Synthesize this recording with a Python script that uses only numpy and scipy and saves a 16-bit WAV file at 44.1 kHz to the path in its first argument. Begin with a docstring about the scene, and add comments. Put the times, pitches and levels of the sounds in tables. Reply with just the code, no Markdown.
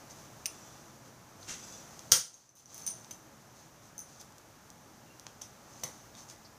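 """Fingers rub softly over low room noise, then a plastic pen barrel knocks and slides on a papered table.
Close up in a small room, the pen's parts scuff, squeak and tick. About two seconds in, one springs
past its catch with a loud snap; the loose grip section clinks and rattles, and more knocks follow.
The microphone rings near 6 kHz, and its gain control ducks the room noise after the snap."""
import sys
import numpy as np
from scipy import signal
from scipy.fft import rfft, irfft, next_fast_len
from scipy.io import wavfile
from scipy.ndimage import uniform_filter1d, minimum_filter1d

SR = 44100
rng = np.random.default_rng(int(sys.argv[2]) if len(sys.argv) > 2 else 0)


def wav_record(signal):
    """Record a signal, one row per channel, as 16-bit PCM in the file named by sys.argv[1]."""
    frames = np.transpose(np.atleast_2d(signal))
    bounded = np.clip(frames, -1, 1)
    # unit amplitude maps onto the largest positive 16-bit level
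    quanta = np.round(bounded * 32767).astype(np.int16)
    wavfile.write(sys.argv[1], SR, quanta)


N = 290178
TIME = np.arange(N) / SR


def amp(db):
    """Decibels to gain."""
    return 10 ** (np.asarray(db) / 20)


def colour(x, points):
    """Minimum-phase EQ through points of f/Hz, gain/dB."""
    size = 2 * next_fast_len(len(x) // 2 + 2048)
    hz, db = np.transpose(points)
    bin_hz = np.fft.rfftfreq(size, 1 / SR)
    log_gain = np.log(amp(np.interp(np.log(bin_hz + 1), np.log(hz), db)))
    cepstrum = irfft(log_gain)
    cepstrum[1:size // 2] *= 2
    cepstrum[size // 2 + 1:] = 0
    return irfft(rfft(x, size) * np.exp(rfft(cepstrum)))[:len(x)]


def ring(x, modes):
    """Parallel resonators driven by x, each given as f/Hz, width/Hz, gain/dB."""
    return sum(amp(db) * signal.lfilter(*signal.iirpeak(hz, hz / width, fs=SR), x + 1e-18)
               for hz, width, db in modes)


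def add(track, s, sound):
    """Mix a sound into the track at s seconds."""
    start = int(s * SR)
    track[start:start + len(sound)] += sound[:N - start]


def swell(t, length_s, peak):
    """Speed of one hand gesture: from rest up to 1 at the share `peak` of its length, and back to rest."""
    return np.sin(np.interp(t / length_s, [0, peak, 1], [0, np.pi / 2, np.pi]))


def room_tone(level_db=-39.5):
    """The bed: low room noise under an even hiss, slowly sinking and swelling."""
    # room noise and microphone hiss: f/Hz, gain/dB
    spectrum = [(20, -20), (45, -9), (75, -8), (125, -5), (170, -5), (250, -4), (400, -8.5), (800, -7.5),
                (1300, -9.5), (2000, -16), (2800, -20), (5000, -23), (8500, -26), (15000, -26)]
    # room resonances standing out of the noise: f/Hz, width/Hz, gain/dB
    room_modes = [(120, 46, 2.5), (220.6, 12, -4), (313.5, 11, -3.5), (320, 10, -11.5), (558, 22, -4),
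                  (660, 21, -7.5), (846, 32, -5.5), (1200, 14, -8.5), (1666, 12, -5.5)]
    # slow drift of the bed: t/s, gain/dB
    drift = [(0, 2.5), (.7, 2), (1.2, -0.5), (1.7, 2.5), (2.5, 1.5), (3.6, -1.5), (4.6, -1), (5.4, -0.5),
             (5.9, 1), (6.58, -1)]
    noise = colour(rng.standard_normal(N), spectrum)
    drift_db = np.interp(TIME, *np.transpose(drift))
    return amp(level_db + drift_db) * (noise + ring(noise, room_modes))


def reverb(x, t60_s=0.29, treble_t60_s=0.22, treble_hz=10000, build_s=0.005, gap_s=0.0007):
    """Small-room reflections thicken over the first milliseconds, then die away, the top end first."""
    # tone of the reflections: f/Hz, gain/dB
    tail_eq = [(60, -16), (130, 2), (250, 7.5), (600, -1.5), (2000, 2), (4500, -0.5), (6000, 1),
               (8000, 2.5), (11000, 5.5), (15000, 0.5)]
    t = TIME[:SR * 2 // 3]
    noise = rng.standard_normal(len(t))
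    treble = signal.sosfiltfilt(signal.butter(2, treble_hz, "high", fs=SR, output="sos"), noise)
    tail = (noise - treble) * amp(-60 * t / t60_s) + treble * amp(-60 * t / treble_t60_s)
    tail *= 1 - np.exp(-(np.maximum(t - gap_s, 0) / build_s) ** 2)
    return signal.fftconvolve(x, colour(tail / np.linalg.norm(tail), tail_eq))[:N]


def pen_tube(drive, ring_db, overtone_db, pitch_hz=6145):
    """The drive plus the tube's ring; where it is struck and held sets the modes' balance and pitch."""
    # the tube's modes, lowest first, before tuning to pitch_hz: f/Hz, width/Hz, gain/dB
    tube_modes = [(6145, 102, 21), (9060, 88, 22), (10130, 260, 12.5), (14200, 390, 11)]
    tuned = [(hz * pitch_hz / tube_modes[0][0], width, db) for hz, width, db in tube_modes]
    return drive + amp(ring_db) * ring(drive, tuned[:1]) + amp(overtone_db) * ring(drive, tuned[1:])


def friction(grain_db):
    """Grainy noise at unit RMS: a tiny slip of uneven size every millisecond."""
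    size = SR // 1000
    strengths = amp(grain_db * rng.standard_normal(N // size + 1))
    slips = np.repeat(strengths, size)[:N] * rng.standard_normal(N)
    return slips / np.std(slips)


def rubbing():
    """Fingers and paper rasp with the speed of each stroke; the sliding barrel sounds its air column."""
    # fingers stroking plastic and paper: start/s, length/s, level/dB
    strokes = [(0.091, 0.052, -55), (0.135, 0.16, -58), (.28, 0.81, -67), (1.04, 0.076, -62),
               (1.39, .12, -57.5), (1.6, 0.99, -60.5), (2.234, 0.32, -51), (2.549, 0.099, -49.5),
               (2.657, 0.24, -51.5), (2.877, 0.31, -61.5), (3.53, 0.18, -63), (3.81, 0.12, -63.5),
               (4.047, 0.24, -62), (4.196, 0.032, -55.5), (5.646, 0.48, -60), (6.152, 0.11, -55),
               (6.275, 0.074, -53.5)]
    # barrel dragged along fingers and paper: start/s, length/s, relative level/dB, peak/share of length
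    slides = [(0.457, 0.54, -60, 0.091), (1.48, 0.39, -51, 0.52)]
    # tone of the rasp: f/Hz, gain/dB
    rasp_eq = [(100, -6.5), (800, 7), (2200, -5.5), (4500, 0.5), (7000, -1), (9000, -6), (15000, -12.5)]
    # air column of the hollow barrel: f/Hz, width/Hz, gain/dB
    barrel_modes = [(2630, 60, 10), (3480, 17, 18), (5000, 45, 7), (5900, 34, 14.5), (6460, 40, 9),
                    (6980, 41, 5), (7400, 45, 9), (7840, 38, 12), (9780, 30, 12)]
    stroking = sum(amp(db) * swell(TIME - s, length_s, peak=0.272) for s, length_s, db in strokes)
    sliding = sum(amp(db) * swell(TIME - s, length_s, peak) for s, length_s, db, peak in slides)
    rasp = colour(friction(grain_db=2.5) * stroking, rasp_eq)
    fingers = pen_tube(rasp, ring_db=-21.5, overtone_db=-22.5)
    drag = colour(friction(grain_db=3.5) * sliding, rasp_eq)
    return fingers + amp(-5) * (drag + ring(drag, barrel_modes))


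def scuff(start_s=1.468, level_db=-40.5, attack_s=0.022, hold_s=0.02, fall_db_per_s=187):
    """The barrel scuffs the paper as it lands and quickly brakes."""
    # tone of the scuff: f/Hz, gain/dB
    scuff_eq = [(100, 2), (600, -2.5), (1500, 0.5), (2700, 1.5), (4500, -2), (6000, -2), (8200, -4.5),
                (10500, -11.5), (15000, -19)]
    attack = np.clip((TIME - start_s) / attack_s, 0, 1)
    braking_s = np.maximum(TIME - start_s - attack_s - hold_s, 0)
    envelope = attack * amp(level_db - fall_db_per_s * braking_s)
    return colour(friction(grain_db=1.5) * envelope, scuff_eq)


def squeaks():
    """Skin sticks and slips on plastic and paper, settling briefly on one rough pitch."""
    # squeak cues: t/s, length/s, f/Hz, width/Hz, level/dB
    cues = [(1.427, 0.0088, 4050, 1000, -53.5), (5.06, .12, 2775, 110, -69), (6.145, 0.022, 3620, 201, -60),
            (6.19, 0.028, 4350, 600, -69), (6.446, 0.032, 4670, 900, -60.5)]
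    out = np.zeros(N)
    for s, length_s, hz, width_hz, db in cues:
        mode = [(hz, width_hz, 0)]
        noise = rng.standard_normal(SR // 2)
        tone = ring(ring(noise, mode), mode)[SR // 4:]  # skip the resonators' build-up
        progress = np.minimum(TIME[:len(tone)] / length_s, 1)
        add(out, s, amp(db) * np.sin(np.pi * np.sqrt(progress)) * tone / np.std(tone))
    return out


def contact(chatter_s, chatter_db):
    """One blow of unit energy: a spike, then the faces chatter briefly."""
    t = TIME[:SR // 10]
    blow = rng.standard_normal(len(t)) * np.exp(-t / chatter_s)
    blow *= amp(chatter_db) / np.linalg.norm(blow)
    blow[0] = 1
    return blow / np.linalg.norm(blow)


def contact_eq(blow, low_cut_hz, treble_db):
    """Small parts radiate little bass; soft contacts lose treble."""
    thin = signal.sosfilt(signal.butter(2, low_cut_hz, "high", fs=SR, output="sos"), blow)
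    return colour(thin, [(5000, 0), (14000, treble_db)])


def ticks():
    """Light, dry ticks of plastic held tight: the fingers damp it, so nothing rings on."""
    # tick cues: t/s, level/dB, low cut/Hz, treble/dB
    cues = [(1.993, -19, 3500, -15), (3.0463, -25, 3000, -22), (4.2132, -25, 4000, -4),
            (4.3232, -32.5, 4500, -14), (4.383, -27, 5000, -10), (4.703, -22, 5000, -16),
            (5.1972, -20.5, 4200, -15), (5.2673, -15.5, 500, -27), (6.152, -26.5, 1000, -20),
            (6.2997, -23, 2000, -11)]
    out = np.zeros(N)
    for s, db, low_cut_hz, treble_db in cues:
        blow = amp(db) * contact(chatter_s=0.0018, chatter_db=-6)
        add(out, s, contact_eq(blow, low_cut_hz, treble_db))
    return out


def grip_tap(db, treble_db):
    """One light contact on the grip section."""
    blow = amp(db) * contact(chatter_s=0.0043, chatter_db=-5)
    return contact_eq(blow, low_cut_hz=1800, treble_db=treble_db)


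def clinks():
    """The loosely held grip section rings freely; the fingers' hold shifts its pitch."""
    # clink cues: t/s, level/dB, f/Hz, treble/dB, ring/dB, overtones/dB
    cues = [(2.342, -26, 6450, -4, 3.5, -13), (2.492, -30.5, 6130, -7, 5, -7),
            (2.658, -28, 5980, -7, 3.5, -14), (2.7445, -31, 6190, 11, 1, -7),
            (2.7797, -38.5, 6370, 13, -1, -2), (2.8658, -27.5, 6180, -7.5, -1, 17.5),
            (2.8765, -18, 6060, -9, 1.5, 3), (3.98, -33, 6240, 8, 3, -5)]
    out = np.zeros(N)
    for s, db, pitch_hz, treble_db, ring_db, overtone_db in cues:
        add(out, s, pen_tube(grip_tap(db, treble_db), ring_db, overtone_db, pitch_hz))
    return out


def rattles(taps=14, gap_s=0.0088, jitter_share=0.25, scatter_db=0.5):
    """The loose grip section rattles in uneven runs of taps that swell and fade."""
    # rattle cues: start/s, length/s, level/dB, treble/dB, overtones/dB
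    cues = [(2.544, 0.062, -41, 16, -8), (2.745, 0.14, -45, 7, -8), (2.853, 0.081, -29, -14, 6),
            (3.985, 0.03, -33.5, 1.5, 1)]
    out = np.zeros(N)
    for s, length_s, db, treble_db, overtone_db in cues:
        for k, (late, strong) in enumerate(rng.standard_normal(size=(taps, 2))):
            after_s = (k + jitter_share * late) * gap_s
            blow = swell(after_s, length_s, peak=0.23) * grip_tap(db + scatter_db * strong, treble_db)
            add(out, s + after_s, pen_tube(blow, ring_db=6.5, overtone_db=overtone_db))
    return out


def knocks():
    """Parts knock on each other or shake the table; those further from the microphone sound wetter."""
    # knock cues: t/s, level/dB, low cut/Hz, treble/dB, chatter/s, ring/dB, overtones/dB,
    # table/dB, reverb send/dB
    cues = [(0.4575, -3, 2780, -22, 0.00087, -12, -4.5, -25, -11),
            (0.4616, -11, 3000, -1.5, 0.003, -19, -7, -32, -18),
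            (3.1097, -21, 1200, -4.5, 0.0058, -4.5, -8, -7, -7.5),
            (5.4147, -25.5, 2000, -19, 0.00078, -21, -22, -17, 4),
            (5.4174, -20, 3000, -6, 0.0037, -2.5, -34, -9.5, -9.5),
            (5.8352, -17, 1500, -24, 0.0011, -9, -25, -0.5, 1),
            (5.8366, -11, 2500, -2.5, 0.004, -8, -32, -17, -10.5)]
    # the table top's dull modes: f/Hz, width/Hz, gain/dB
    table_modes = [(141, 73, 16), (284, 103, 8), (543, 250, 15.5), (970, 200, 6), (1470, 88, 10),
                   (3250, 490, 3.5)]
    direct, send = np.zeros(N), np.zeros(N)
    for s, db, low_cut_hz, treble_db, chatter_s, ring_db, overtone_db, table_db, send_db in cues:
        blow = amp(db) * contact(chatter_s, chatter_db=9)
        clack = pen_tube(contact_eq(blow, low_cut_hz, treble_db), ring_db, overtone_db)
        thud = amp(table_db) * ring(blow, table_modes)
        add(direct, s, clack + thud)
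        add(send, s, amp(send_db) * (clack + thud))
    return direct, send


def snap():
    """A part springs past its catch and rebounds; the crack fills the room, the ring stays close."""
    # the quick run of contacts: t/s, level/dB
    hits = [(2.1169, -13.5), (2.12, 18.5), (2.1214, -2), (2.1243, 8.5), (2.1281, -2), (2.13, 2.5)]
    # tone of the crack: f/Hz, gain/dB
    crack_eq = [(25, -1), (70, 3.5), (130, 5.5), (250, -12), (550, 3.5), (850, -4), (1250, 4), (2300, -4),
                (4000, 2), (9000, -2), (12500, -7.5), (15000, -9)]
    # modes of the snapping part: f/Hz, width/Hz, gain/dB
    part_modes = [(3260, 160, 5.5), (5230, 1300, 6.5), (6090, 770, 6), (9020, 620, 12), (14160, 300, 20)]
    blows = np.zeros(N)
    for s, db in hits:
        add(blows, s, amp(db) * contact(chatter_s=0.0036, chatter_db=-9))
    crack = colour(blows, crack_eq)
    ringing = ring(crack, part_modes)
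    send = amp(-3) * crack + amp(-9) * ringing
    return crack + ringing, send


def scene():
    """Mono mix of the pen handling, its reverb and the room tone."""
    grip = clinks() + rattles()
    tick = ticks()
    handling = rubbing() + scuff() + squeaks()
    snap_direct, snap_send = snap()
    knock_direct, knock_send = knocks()
    reflections = reverb(snap_send + knock_send + amp(-6) * grip + amp(-11) * tick + amp(-8) * handling)
    return (snap_direct + knock_direct + grip + tick + handling + reflections + room_tone())[None]


def gain_control(x, ceiling_db=5.0, hold_s=0.45, release_db_per_s=58):
    """Ducks just ahead of a peak over the ceiling, holds, then comes back up."""
    over_db = np.maximum(20 * np.log10(np.abs(x) + 1e-9) - ceiling_db, 0)
    hold = int(hold_s * SR) | 1
    held_db = -minimum_filter1d(-over_db, hold, origin=hold // 2, mode="constant")
    release_db = release_db_per_s * TIME
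    cut_db = np.maximum.accumulate(held_db + release_db) - release_db
    lookahead = SR // 1000
    gain_db = uniform_filter1d(minimum_filter1d(-cut_db, 2 * lookahead), lookahead)
    return x * amp(gain_db)


def record(dry, high_cut_hz=15050):
    """Microphone chain: port resonances, gain control, soft clipping of the peaks, a steep high cut."""
    # resonances of the microphone port: f/Hz, width/Hz, gain/dB
    port_modes = [(6204, 1110, 8), (14400, 590, -13)]
    ducked = gain_control(dry[0] + ring(dry[0], port_modes))
    high_cut = signal.ellip(10, .2, 70, high_cut_hz, fs=SR, output="sos")
    return signal.sosfilt(high_cut, np.tanh(ducked))[None]


dry = scene()
out = record(dry)
wav_record(out)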